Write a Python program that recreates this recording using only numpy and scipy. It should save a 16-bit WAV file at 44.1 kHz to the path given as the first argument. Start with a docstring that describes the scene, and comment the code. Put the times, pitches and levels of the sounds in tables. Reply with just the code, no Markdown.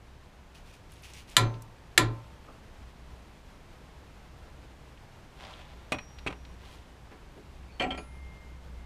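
"""Two hard steel clicks, floor knocks, then a singing steel bar, over a low hum and faint outdoor air.
In a small garage, a click-type torque wrench breaks over twice on a car's hub bolt, jolting suspension and body.
Wrench and socket are laid down; a forked steel bar is picked up off the concrete. Clothes creak and rustle.
Metal is made from short bursts of shaped noise plus fading sine waves; cloth and air are shaped noise."""
import sys
import numpy as np
from scipy import signal
from scipy.fft import rfft, irfft
from scipy.io import wavfile
from scipy.ndimage import uniform_filter1d

SR = 44100
rng = np.random.default_rng(int(sys.argv[2]) if len(sys.argv) > 2 else 0)


def store_pcm(level_fs):
    """Save levels as 16-bit WAV."""
    pcm = np.round(np.clip(level_fs, -1, 1) * 32767).astype(np.int16)
    wavfile.write(sys.argv[1], SR, np.atleast_2d(pcm).T)


N = 390581
TIME = np.arange(N) / SR
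AGE = TIME[:32768]  # seconds since a single sound began
HZ = np.fft.rfftfreq(4096, 1 / SR)  # frequencies at which filters are drawn

# "Fade" below means the seconds a sound takes to drop by 60 dB.
# Outdoor air, its tone. Each row: frequency in Hz, level in dB.
AIR_COLOUR = [(12, -29), (20, 1), (70, -3), (129, -5), (232, -12), (534, -16), (958, -17), (1200, -20),
              (2000, -23.5), (2840, -26), (6910, -36), (14300, -46.5), (15500, -58)]
# Outdoor air, its loudness. Each row: time in seconds, level in dB.
AIR_LEVEL = [(0, -54), (.8, -53), (2.4, -51.5), (8.86, -52)]
# Rumble that follows the hum, its tone. Each row: frequency in Hz, level in dB.
RUMBLE_COLOUR = [(20, -2), (55, -3), (90, -10.5), (180, -7), (260, -21.5), (600, -44), (3000, -83.5)]
# Low hum, rising and falling, strongest at the end. Each row: time in seconds, level in dB.
HUM_LEVEL = [(0, -59), (2.7, -58.5), (3.1, -52), (3.7, -67), (4.35, -52), (5.1, -63.5), (6.3, -51.5),
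             (7.3, -56), (7.9, -47.5), (8.86, -45.5)]
HUM_HZ, RUMBLE_DB = 62.5, -7.5  # the rumble is relative to the hum
HUM_WAVER_DB, HUM_WAVER_HZ = 2.8, 2.0  # typical (rms) wander

# Sleeve and grip creaking, one slip for each surge of the pull.
# Each row: start in seconds, length in seconds, level in dB.
CREAKS = [(0.541, 0.036, -58), (0.652, 0.06, -62.5), (0.726, 0.018, -59.5), (0.89, 0.11, -63),
          (1.028, 0.029, -51), (1.084, 0.027, -57.5), (1.133, .03, -55), (1.168, 0.026, -53),
          (1.272, 0.027, -56.5), (1.307, 0.015, -55)]
CREAK_ATTACK_S, CREAK_RELEASE_S = 0.0093, 0.026
# Tone of the creaks. Each row: frequency in Hz, level in dB.
CREAK_COLOUR = [(300, -26), (1500, -6), (2500, 5.5), (4000, -1), (6300, -3.5), (7500, -8), (10500, -9.5),
                (13000, -17), (15500, -16.5)]
# Clothes sliding as the body shifts, then a sleeve brushing the knee.
# Each row: start in seconds, length in seconds, level in dB, tilt in dB per octave, fizz in dB.
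SHIFTS = [(5.352, 0.2, -52, 0, 1), (6.58, .1, -58.5, 3.5, 1), (6.661, 0.07, -57, 3.5, 6)]
SHIFT_ATTACK_S, SHIFT_RELEASE_SHARE = 0.057, 0.81  # release as a share of the stroke's length
FIZZ_HZ = 8000  # fizz lies above this
# Tone of sliding cloth. Each row: frequency in Hz, level in dB.
CLOTH_COLOUR = [(150, -13), (700, 12), (1500, 6), (3300, 7), (5500, -6), (9000, -16), (15000, -30)]

# Small ticks of the loaded wrench and of light handling. Each row: start in seconds, relative level in dB,
# centre in Hz, decay constant in seconds, half width in octaves.
TICKS = [(.9196, -32, 9500, 0.0011, 0.46), (.935, -28, 10100, 0.0023, 0.14),
         (1.023, -33, 10300, 0.0022, 0.37), (1.036, -26, 4000, 0.0036, .7), (1.135, -22, 5000, .0022, 0.72),
         (1.2996, -29, 8600, 0.002, 0.44), (1.539, -22, 2920, 0.0082, 0.62),
         (1.621, -26.5, 6950, 0.0026, 0.84), (4.974, -24.5, 2496, 0.0039, 0.42),
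         (5.448, -18.5, 4100, .005, 0.29), (5.533, -14.5, 3380, 0.006, 0.2),
         (6.185, -16.5, 2480, 0.0058, 0.73), (6.451, -20.5, 3060, 0.0026, 0.57),
         (7.631, -31, 2170, 0.0058, 0.75), (7.691, -19, 2380, .012, .1)]
# Soft, dull bumps of handling. Each row: start in seconds, relative level in dB, centre in Hz,
# decay constant in seconds, half width in octaves.
BUMPS = [(2.478, -7.5, 1190, 0.021, 0.18), (2.482, -10, 380, 0.032, 0.94),
         (7.109, -16.5, 1180, 0.025, 0.98), (7.112, -8, 292, 0.014, .6), (7.365, -2.5, 294, 0.018, 0.61)]

# Wrench clicks. Each row: start in seconds, blow in dB, chatter length in seconds, main resonance in Hz,
# its lift in dB, tilt in dB per octave, rebound delay in seconds, rebound relative to the blow in dB,
# jolt into the car in dB, panel boom in dB.
CLICKS = [(1.3668, 18.5, 0.0021, 3184, 7, 0.9, .0039, -7.5, 0.5, -6.5),
          (1.9770, 16.5, .0015, 1820, 10.5, -0.2, .0025, -0.5, -0.5, 1)]
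# Tone of steel slapping steel. Each row: frequency in Hz, level in dB.
CLICK_COLOUR = [(60, -21), (200, -14), (400, -13), (750, -10.5), (1300, -3.5), (2300, 0), (2900, -2.5),
                (4100, 0.5), (5200, -12), (6300, -11), (7600, -4.5), (9200, -16.5), (11000, -10),
                (12500, -26), (15500, -26)]
# The head swings back against the tube; the tilt is per octave.
REBOUND_HZ, REBOUND_LIFT_DB, REBOUND_TILT_DB, REBOUND_LENGTH_S = 4100, 2, 0.63, 0.00097
# Wrench, socket and bolt ringing at once. Each row: frequency in Hz, level before the jolt in dB, fade in seconds.
WRENCH_MODES = [(1010, -24.5, .11), (1190, -27, 0.12), (1370, -26, 0.25), (1740, -24, 0.09),
                (1935, -29, 0.16), (2216, -29.5, 0.17), (2378, -29.5, 0.24), (3008, -32, 0.12),
                (3360, -30.5, 0.12), (3498, -30.5, 0.14), (3763, -31.5, 0.13), (4002, -29.5, 0.15),
                (4000, -24.5, 0.11), (4387, -34, .13), (4747, -33, .1), (4944, -36.5, .14),
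                (5950, -40.5, .14), (7073, -35, .13), (7260, -38, 0.16), (7480, -37, .11), (7897, -38, .09),
                (9590, -46, .1), (11340, -38.5, 0.076)]
# Hub and suspension, slower to build up. Each row: frequency in Hz, level before the jolt in dB, fade in seconds.
HUB_MODES = [(39.9, -33, .5), (101.6, -35, .55), (114, -25, 0.44), (143.1, -32, .36), (226.7, -33, .33),
             (317.7, -40, .42), (450, -41.5, 0.53), (549, -41, .48), (734, -36.5, .28), (854, -38, .15),
             (1372, -41.5, 0.28)]
# Body panels. Each row: frequency in Hz, level before boom and jolt in dB, fade in seconds.
PANEL_MODES = [(308, -29.5, 0.3), (350.5, -24, .22), (401, -33, 0.23), (747, -39.5, 0.2)]
# Many weaker steel tones. Each row: frequency in Hz, level before the jolt in dB.
STEEL_COLOUR = [(1500, -46.5), (2000, -43.5), (3000, -45), (4100, -47), (5200, -53), (7400, -44),
                (9000, -49)]
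# How fast those tones die. Each row: frequency in Hz, fade in seconds.
STEEL_DECAY = [(1500, 0.17), (2800, 0.1707), (4200, .21), (9000, 0.095)]
# Dense shudder of suspension and panels. Each row: frequency in Hz, level before the jolt in dB.
BODY_COLOUR = [(35, 15.5), (75, 7.5), (120, 17), (160, 17.5), (195, 10.5), (320, 19.5), (600, 12.5),
               (1200, 10), (2000, 5), (3000, 4), (4100, 9), (5200, -4), (7400, -0.5), (11000, -2),
               (15000, -16.5)]
# How fast the shudder dies. Each row: frequency in Hz, fade in seconds.
BODY_DECAY = [(100, .37), (350, 0.37), (1000, 0.35), (4000, 0.24), (8000, 0.14), (14000, 0.069)]

# Lasting ring of coil spring and brake disc after each click. Each row: frequency in Hz, level in dB, fade in seconds.
SPRING_MODES = [(603, -46, .7), (899, -47.5, 1.3), (1034, -34.5, .55), (1071, -50, .6), (1222, -52, .66),
                (1324, -43.5, .6)]
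# Steel left free to sing. Each row: start in seconds, frequency in Hz, level in dB, fade in seconds,
# beat in Hz, strength of the partner tone from 0 to 1.
SINGING = [(1.367, 6200, -47, 0.43, 2.3, 0), (5.921, 5660, -49, 0.33, 2.6, 0.3),
           (5.986, 5680, -52.5, 0.8, 2, 0.23), (6.267, 5690, -64, 1.05, 1.8, 0.5),
           (7.715, 4440, -55, 0.22, 5.7, 0.7), (8.02, 2113, -58, 4.8, 1.55, 0.8),
           (7.976, 9873, -56.5, 0.67, 2, 0.16), (7.976, 2430, -46, 0.18, 2, 0),
           (7.976, 4400, -50, 0.12, 2, 0), (7.976, 4880, -51, 0.13, 2, 0.1), (7.976, 6700, -54, 0.18, 2, 0),
           (7.976, 9200, -58, .16, 2, .1)]

# Tools knocking on the floor. Each row: start in seconds, blow in dB, chatter length in seconds,
# tilt in dB per octave, low thud in dB, socket ring relative to the blow in dB.
KNOCKS = [(5.9204, 8, 0.00088, 3, 12.5, 4.5), (5.9266, 3.5, 0.0017, 0.5, -3, -10),
          (5.942, -4.5, 0.0013, -1.5, 1.5, -6), (5.947, -7, 0.0018, -0.5, 7, 3),
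          (5.9855, 4, 0.00076, -6.5, -26, -5), (6.2633, -4.5, 0.003, -4, 10, -15),
          (6.2656, 2.5, 0.002, -1.5, -1, -11), (6.2715, 10.5, 0.0063, -3.5, -21, -1),
          (6.3030, -5.5, 0.0082, -2, 1.5, -12), (6.326, -5, 0.0024, -3.5, -4, -12)]
# Tone of the knocks. Each row: frequency in Hz, level in dB.
KNOCK_COLOUR = [(50, -4.5), (160, -9), (240, -1), (320, -4.5), (480, 0), (850, -4), (1150, -2), (1600, -7),
                (2550, -1), (3300, -9.5), (4300, -13), (5000, -22.5), (9000, -22.5), (12000, -40),
                (15500, -39)]
# Short ring of the socket on the wrench head. Each row: frequency before detuning in Hz,
# level before the blow in dB, fade in seconds.
SOCKET_MODES = [(2538, -38, 0.062), (2500, -39.5, 0.048), (1185, -55, 0.058), (1875, -43, 0.029),
                (3290, -46, 0.069), (4110, -54, 0.067)]

# The forked bar dragged and lifted. Each row: start in seconds, blow in dB, chatter length in seconds,
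# tilt in dB per octave, low thud in dB, rasp in Hz, rasp in dB, ring relative to the blow in dB.
CLANKS = [(7.7974, 3, .002, 1, -5, 3100, 18, -8), (7.8014, 10.5, 0.014, -3, 0, 3050, 9, -1),
          (7.819, 5, 0.008, 1.5, 5, 727, 13.5, 3), (7.838, 4.5, 0.0078, -4.5, -3, 2380, 12, -3),
          (7.846, -5.5, 0.0048, -4.5, 4.5, 770, 12, -12), (7.863, -6.5, 0.0034, -5, 8.5, 417, 1, -9),
          (7.873, -10, 0.0036, -6, -2, 755, 22, -12), (7.9058, 1, 0.0048, -0.5, 2, 3210, 17, -4.5),
          (7.916, -2, .006, -4.5, -0.5, 3200, 14, 3), (7.947, -7, 0.0066, -1, 6, 3150, 8, 0),
          (7.9762, -1.5, 0.014, -4, 0.5, 2450, 4, -11)]
RASP_WIDTH_OCTAVES = 0.12
# Tone of the bar's contacts. Each row: frequency in Hz, level in dB.
BAR_COLOUR = [(60, -11), (150, -11), (260, 0), (500, -3), (730, 0), (950, -7), (1700, -8), (2350, -4.5),
              (2750, -7.5), (3150, -5.5), (3700, -19), (4400, -20), (5500, -28), (9000, -30), (15000, -52)]
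# Brief ring of the bar. Each row: frequency in Hz, level before the blow in dB, fade in seconds.
BAR_MODES = [(257, -42.5, .23), (708, -45.5, .17), (1353, -50, 0.38), (1911, -45, .18), (2160, -45, .099),
             (2366, -41.5, 0.19), (2410, -44, .08), (2649, -49, 0.18), (2853, -52, 0.14), (3150, -47, 0.15),
             (4395, -49.5, .12), (5200, -64, .07), (6255, -66, .1), (7720, -64, 0.14)]

# Garage reflections against direct sound. Each row: frequency in Hz, level in dB.
GARAGE_COLOUR = [(60, 0), (300, -3.5), (1000, -4), (3000, -16.5), (8000, -8), (15000, -15.5)]
# How fast the reflections die. Each row: frequency in Hz, fade in seconds.
GARAGE_DECAY = [(100, 0.2), (500, 0.18), (2000, .2), (6000, 0.049), (14000, 0.1)]
EDGE_HZ = 15400  # top of the recorder's band


def amp(db):
    """Turns decibels into a plain multiplier."""
    return 10 ** (np.asarray(db) / 20)


def unit(x):
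    """Scales a signal to an average (rms) strength of 1."""
    return x / np.sqrt(np.mean(x ** 2) + 1e-20)


def read(points, hz=HZ):
    """Reads a table between its rows, along a log-frequency axis."""
    f, value = np.transpose(points)
    return np.interp(np.log(hz + 1), np.log(f + 1), value)


def level(rows):
    """Turns a loudness curve in dB into multipliers, silent outside its span."""
    s, db = np.transpose(rows)
    return np.interp(TIME, s, amp(db), left=0, right=0)


def add(mix, s, sound):
    """Mixes a sound in at time s."""
    part = mix[round(s * SR):][:len(sound)]
    part += sound[:len(part)]


def colour(x, db):
    """Filters x with the gain db over HZ, without sounding ahead of time."""
    # Folding the cepstrum (the log spectrum's transform) gives a minimum-phase filter
    cepstrum = irfft(db * np.log(10) / 20)
    half = len(cepstrum) // 2
    cepstrum[1:half] *= 2
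    cepstrum[half + 1:] = 0
    response = irfft(np.exp(rfft(cepstrum)))
    return signal.fftconvolve(x, response)[:len(x)]


def drift(rate):
    """Slow random wandering of rms 1, up to about rate swings a second."""
    knots = np.arange(0, TIME[-1] + 1, .5 / rate)
    heights = rng.standard_normal(size=2000)[:len(knots)]
    return unit(np.interp(TIME, knots, heights))


def chatter(length, decay, rough_db):
    """Rattling contact force: white noise of energy 1, hardest at first touch, then dying unevenly."""
    first_touch = 1 + 0.11 * np.exp(-AGE / 0.00063)
    envelope = np.exp(-np.maximum(AGE - length, 0) / decay) * first_touch
    judder = amp(rough_db * unit(uniform_filter1d(rng.standard_normal(len(AGE)), size=50)))
    spectrum = rfft(rng.standard_normal(len(AGE)) * envelope * judder)
    spectrum /= np.sqrt(uniform_filter1d(abs(spectrum) ** 2, size=200))  # evens out the tone
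    force = irfft(spectrum) * np.exp(-AGE / (length + 10 * decay))
    return force / np.linalg.norm(force)


def ring(modes, rise_cycles):
    """Adds up fading tones; the low ones take longest to build up."""
    total = 0
    for hz, db, fade in modes:
        rise = 1 - np.exp(-AGE * hz / rise_cycles)
        tone = np.sin(2 * np.pi * (hz * AGE + rng.random()))
        total = total + amp(db - 60 * AGE / fade) * rise * tone
    return total


def tail(spectrum, decays, rise_cycles, delay):
    """A dense ring of noise, each band dying at its own speed."""
    hz, t, bands = signal.stft(rng.standard_normal(len(AGE)), SR, nperseg=256)
    rise = delay + rise_cycles / (hz[:, None] + 100)
    shape = amp(-60 * t / read(decays, hz)[:, None]) * (1 - np.exp(-t / rise))
    shape /= np.sqrt(len(AGE) * np.mean(shape ** 2, axis=1, keepdims=True))
    wash = signal.istft(bands * shape, SR, nperseg=256)[1][:len(AGE)]
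    return colour(wash * np.minimum(AGE / delay, 1), read(spectrum))


def background():
    """Outdoor air through the door, and a wavering low hum that brings its own rumble."""
    air = unit(colour(rng.standard_normal(N), read(AIR_COLOUR)))
    air = air * level(AIR_LEVEL) * amp(0.51 * drift(rate=14.0))
    pitch = HUM_HZ + HUM_WAVER_HZ * drift(rate=10.0)
    hum = np.sin(2 * np.pi * np.cumsum(pitch) / SR) * amp(HUM_WAVER_DB * drift(rate=5.1))
    rumble = colour(rng.standard_normal(N), read(RUMBLE_COLOUR))
    return air + level(HUM_LEVEL) * (unit(hum) + amp(RUMBLE_DB) * unit(rumble))


def sweep(s, length, db, attack, release):
    """Loudness of a sliding stroke: it builds up, holds until its length is over and dies away."""
    rise = np.clip((TIME - s) / attack, 0, 1)
    fall = np.exp(-np.maximum(TIME - s - length, 0) / release)
    return amp(db) * rise * fall


def rub(spectrum_db, grains_per_s, spread_db, hiss):
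    """Fibres catching and letting go, over a smooth sliding hiss."""
    catches = rng.random(N) < grains_per_s / SR
    strength = amp(spread_db * np.minimum(rng.exponential(1, N), 3))
    grains = catches * rng.standard_normal(N) * strength
    return unit(colour(unit(grains) + hiss * rng.standard_normal(N), spectrum_db))


def clothes():
    """A creaking grip during the pull; afterwards softer swishes that catch unevenly on folds."""
    grip = sum(sweep(*row, CREAK_ATTACK_S, CREAK_RELEASE_S) for row in CREAKS)
    out = grip * rub(read(CREAK_COLOUR), grains_per_s=2500, spread_db=0.5, hiss=.6)
    folds = amp(1.2 * drift(rate=26))
    for s, length, db, tilt_db, fizz_db in SHIFTS:
        tilt = tilt_db * np.log2((HZ + 500) / 2500)
        fizz = fizz_db / (1 + (FIZZ_HZ / (HZ + 1)) ** 6)
        cloth = rub(read(CLOTH_COLOUR) + tilt + fizz, grains_per_s=660, spread_db=0.0, hiss=1.0)
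        stroke = sweep(s, length, db, SHIFT_ATTACK_S, SHIFT_RELEASE_SHARE * length)
        out = out + stroke * folds * cloth
    return out


def ticks():
    """Light contacts and soft bumps, each with one resonance."""
    out = np.zeros(N)
    for s, db, hz, decay, width in [*TICKS, *BUMPS]:
        hump = -10 * np.log10(1 + (np.log2((HZ + 1) / hz) / width) ** 6)
        onset = 1 - np.exp(-AGE / (0.18 * decay))  # softer things also meet more slowly
        contact = chatter(0, decay, rough_db=0.4) * onset
        add(out, s, amp(db + 4.5) * colour(contact, hump))
    return out


def slap(db, length, hz, lift_db, tilt_db):
    """Steel strikes steel: a short, hard chatter with one raised resonance."""
    resonance = lift_db * np.exp(-(np.log2((HZ + 1) / hz) / 0.17) ** 2)
    tilt = tilt_db * np.log2((HZ + 500) / 3000)
    force = chatter(length, decay=0.0023, rough_db=2.0)
    return amp(db) * colour(force, read(CLICK_COLOUR) + resonance + tilt)


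def wrench():
    """The pawl slips, the head slaps the tube and rebounds; the blow runs through the bolt into hub and body."""
    out = np.zeros(N)
    partials = np.geomspace(1500, 9000, 60)
    partials = partials * (1 + 0.02 * rng.uniform(-1.2, 1, len(partials)))  # uneven spacing
    steel_modes = zip(partials, read(STEEL_COLOUR, partials), read(STEEL_DECAY, partials))
    steel = ring(steel_modes, rise_cycles=3.1)
    for s, db, length, hz, lift_db, tilt_db, rebound_s, rebound_db, jolt_db, boom_db in CLICKS:
        add(out, s, slap(db, length, hz, lift_db, tilt_db))
        rebound = slap(db + rebound_db, REBOUND_LENGTH_S, REBOUND_HZ, REBOUND_LIFT_DB, REBOUND_TILT_DB)
        add(out, s + rebound_s, rebound)
        metal = steel + ring(WRENCH_MODES, rise_cycles=0.97) + ring(HUB_MODES, rise_cycles=2.4)
        panels = amp(boom_db) * ring(PANEL_MODES, rise_cycles=1.7)
        shudder = tail(BODY_COLOUR, BODY_DECAY, rise_cycles=7.2, delay=0.0033)
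        add(out, s, amp(jolt_db) * (metal + panels + shudder))
    return out


def singing():
    """Thin lasting tones of free steel: the spring after each click, and tones or slowly beating pairs."""
    out, t = np.zeros(N), TIME[:2 * SR]
    for s, *_ in CLICKS:
        add(out, s, ring(SPRING_MODES, rise_cycles=2.1))
    for s, hz, db, fade, beat, share in SINGING:
        pair = np.sin(2 * np.pi * hz * t) - share * np.sin(2 * np.pi * (hz + beat) * t)
        add(out, s, amp(db - 60 * t / fade) * pair)
    return out


def blow(db, length, tilt_db, thud_db, body_db, decay, rough_db):
    """One contact with the floor, with its own balance of low thud and brightness."""
    tilt = tilt_db * np.log2((HZ + 500) / 2500)
    thud = thud_db / (1 + (HZ / 900) ** 2)
    return amp(db) * colour(chatter(length, decay, rough_db), body_db + tilt + thud)


def knocks():
    """Wrench and socket touch down and rock on the concrete; each new contact detunes the socket a little."""
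    out = np.zeros(N)
    for s, db, length, tilt_db, thud_db, ring_db in KNOCKS:
        modes = [(hz * (1 + 0.04 * rng.uniform(-1.0, 1)), mode_db, fade) for hz, mode_db, fade in SOCKET_MODES]
        contact = blow(db, length, tilt_db, thud_db, read(KNOCK_COLOUR), decay=0.0054, rough_db=1.5)
        add(out, s, contact + amp(db + ring_db) * ring(modes, rise_cycles=1.5))
    return out


def bar():
    """The forked bar judders over the floor, each contact rasping at its own pitch, and rings briefly in the hand."""
    out = np.zeros(N)
    for s, db, length, tilt_db, thud_db, rasp_hz, rasp_db, ring_db in CLANKS:
        rasp = rasp_db * np.exp(-(np.log2((HZ + 1) / rasp_hz) / RASP_WIDTH_OCTAVES) ** 2)
        scrape = blow(db, length, tilt_db, thud_db, read(BAR_COLOUR) + rasp, decay=0.007, rough_db=3.0)
        add(out, s, scrape + amp(db + ring_db) * ring(BAR_MODES, rise_cycles=7.4))
    return out


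def scene():
    """Close sounds with the garage's short reverberation; singing steel and background join without it."""
    near = clothes() + ticks() + wrench() + knocks() + bar()
    garage = tail(GARAGE_COLOUR, GARAGE_DECAY, rise_cycles=2.3, delay=0.0023)
    room = signal.fftconvolve(near, garage)[:N]
    return (near + room + singing() + background())[None]


def record(dry):
    """The recorder's band limit: a low-pass filter takes away the very highest treble."""
    low_pass = signal.firwin(401, EDGE_HZ, window=("kaiser", 8), fs=SR)
    return signal.oaconvolve(dry, low_pass[None], "same")


dry = scene()
out = record(dry)
store_pcm(out)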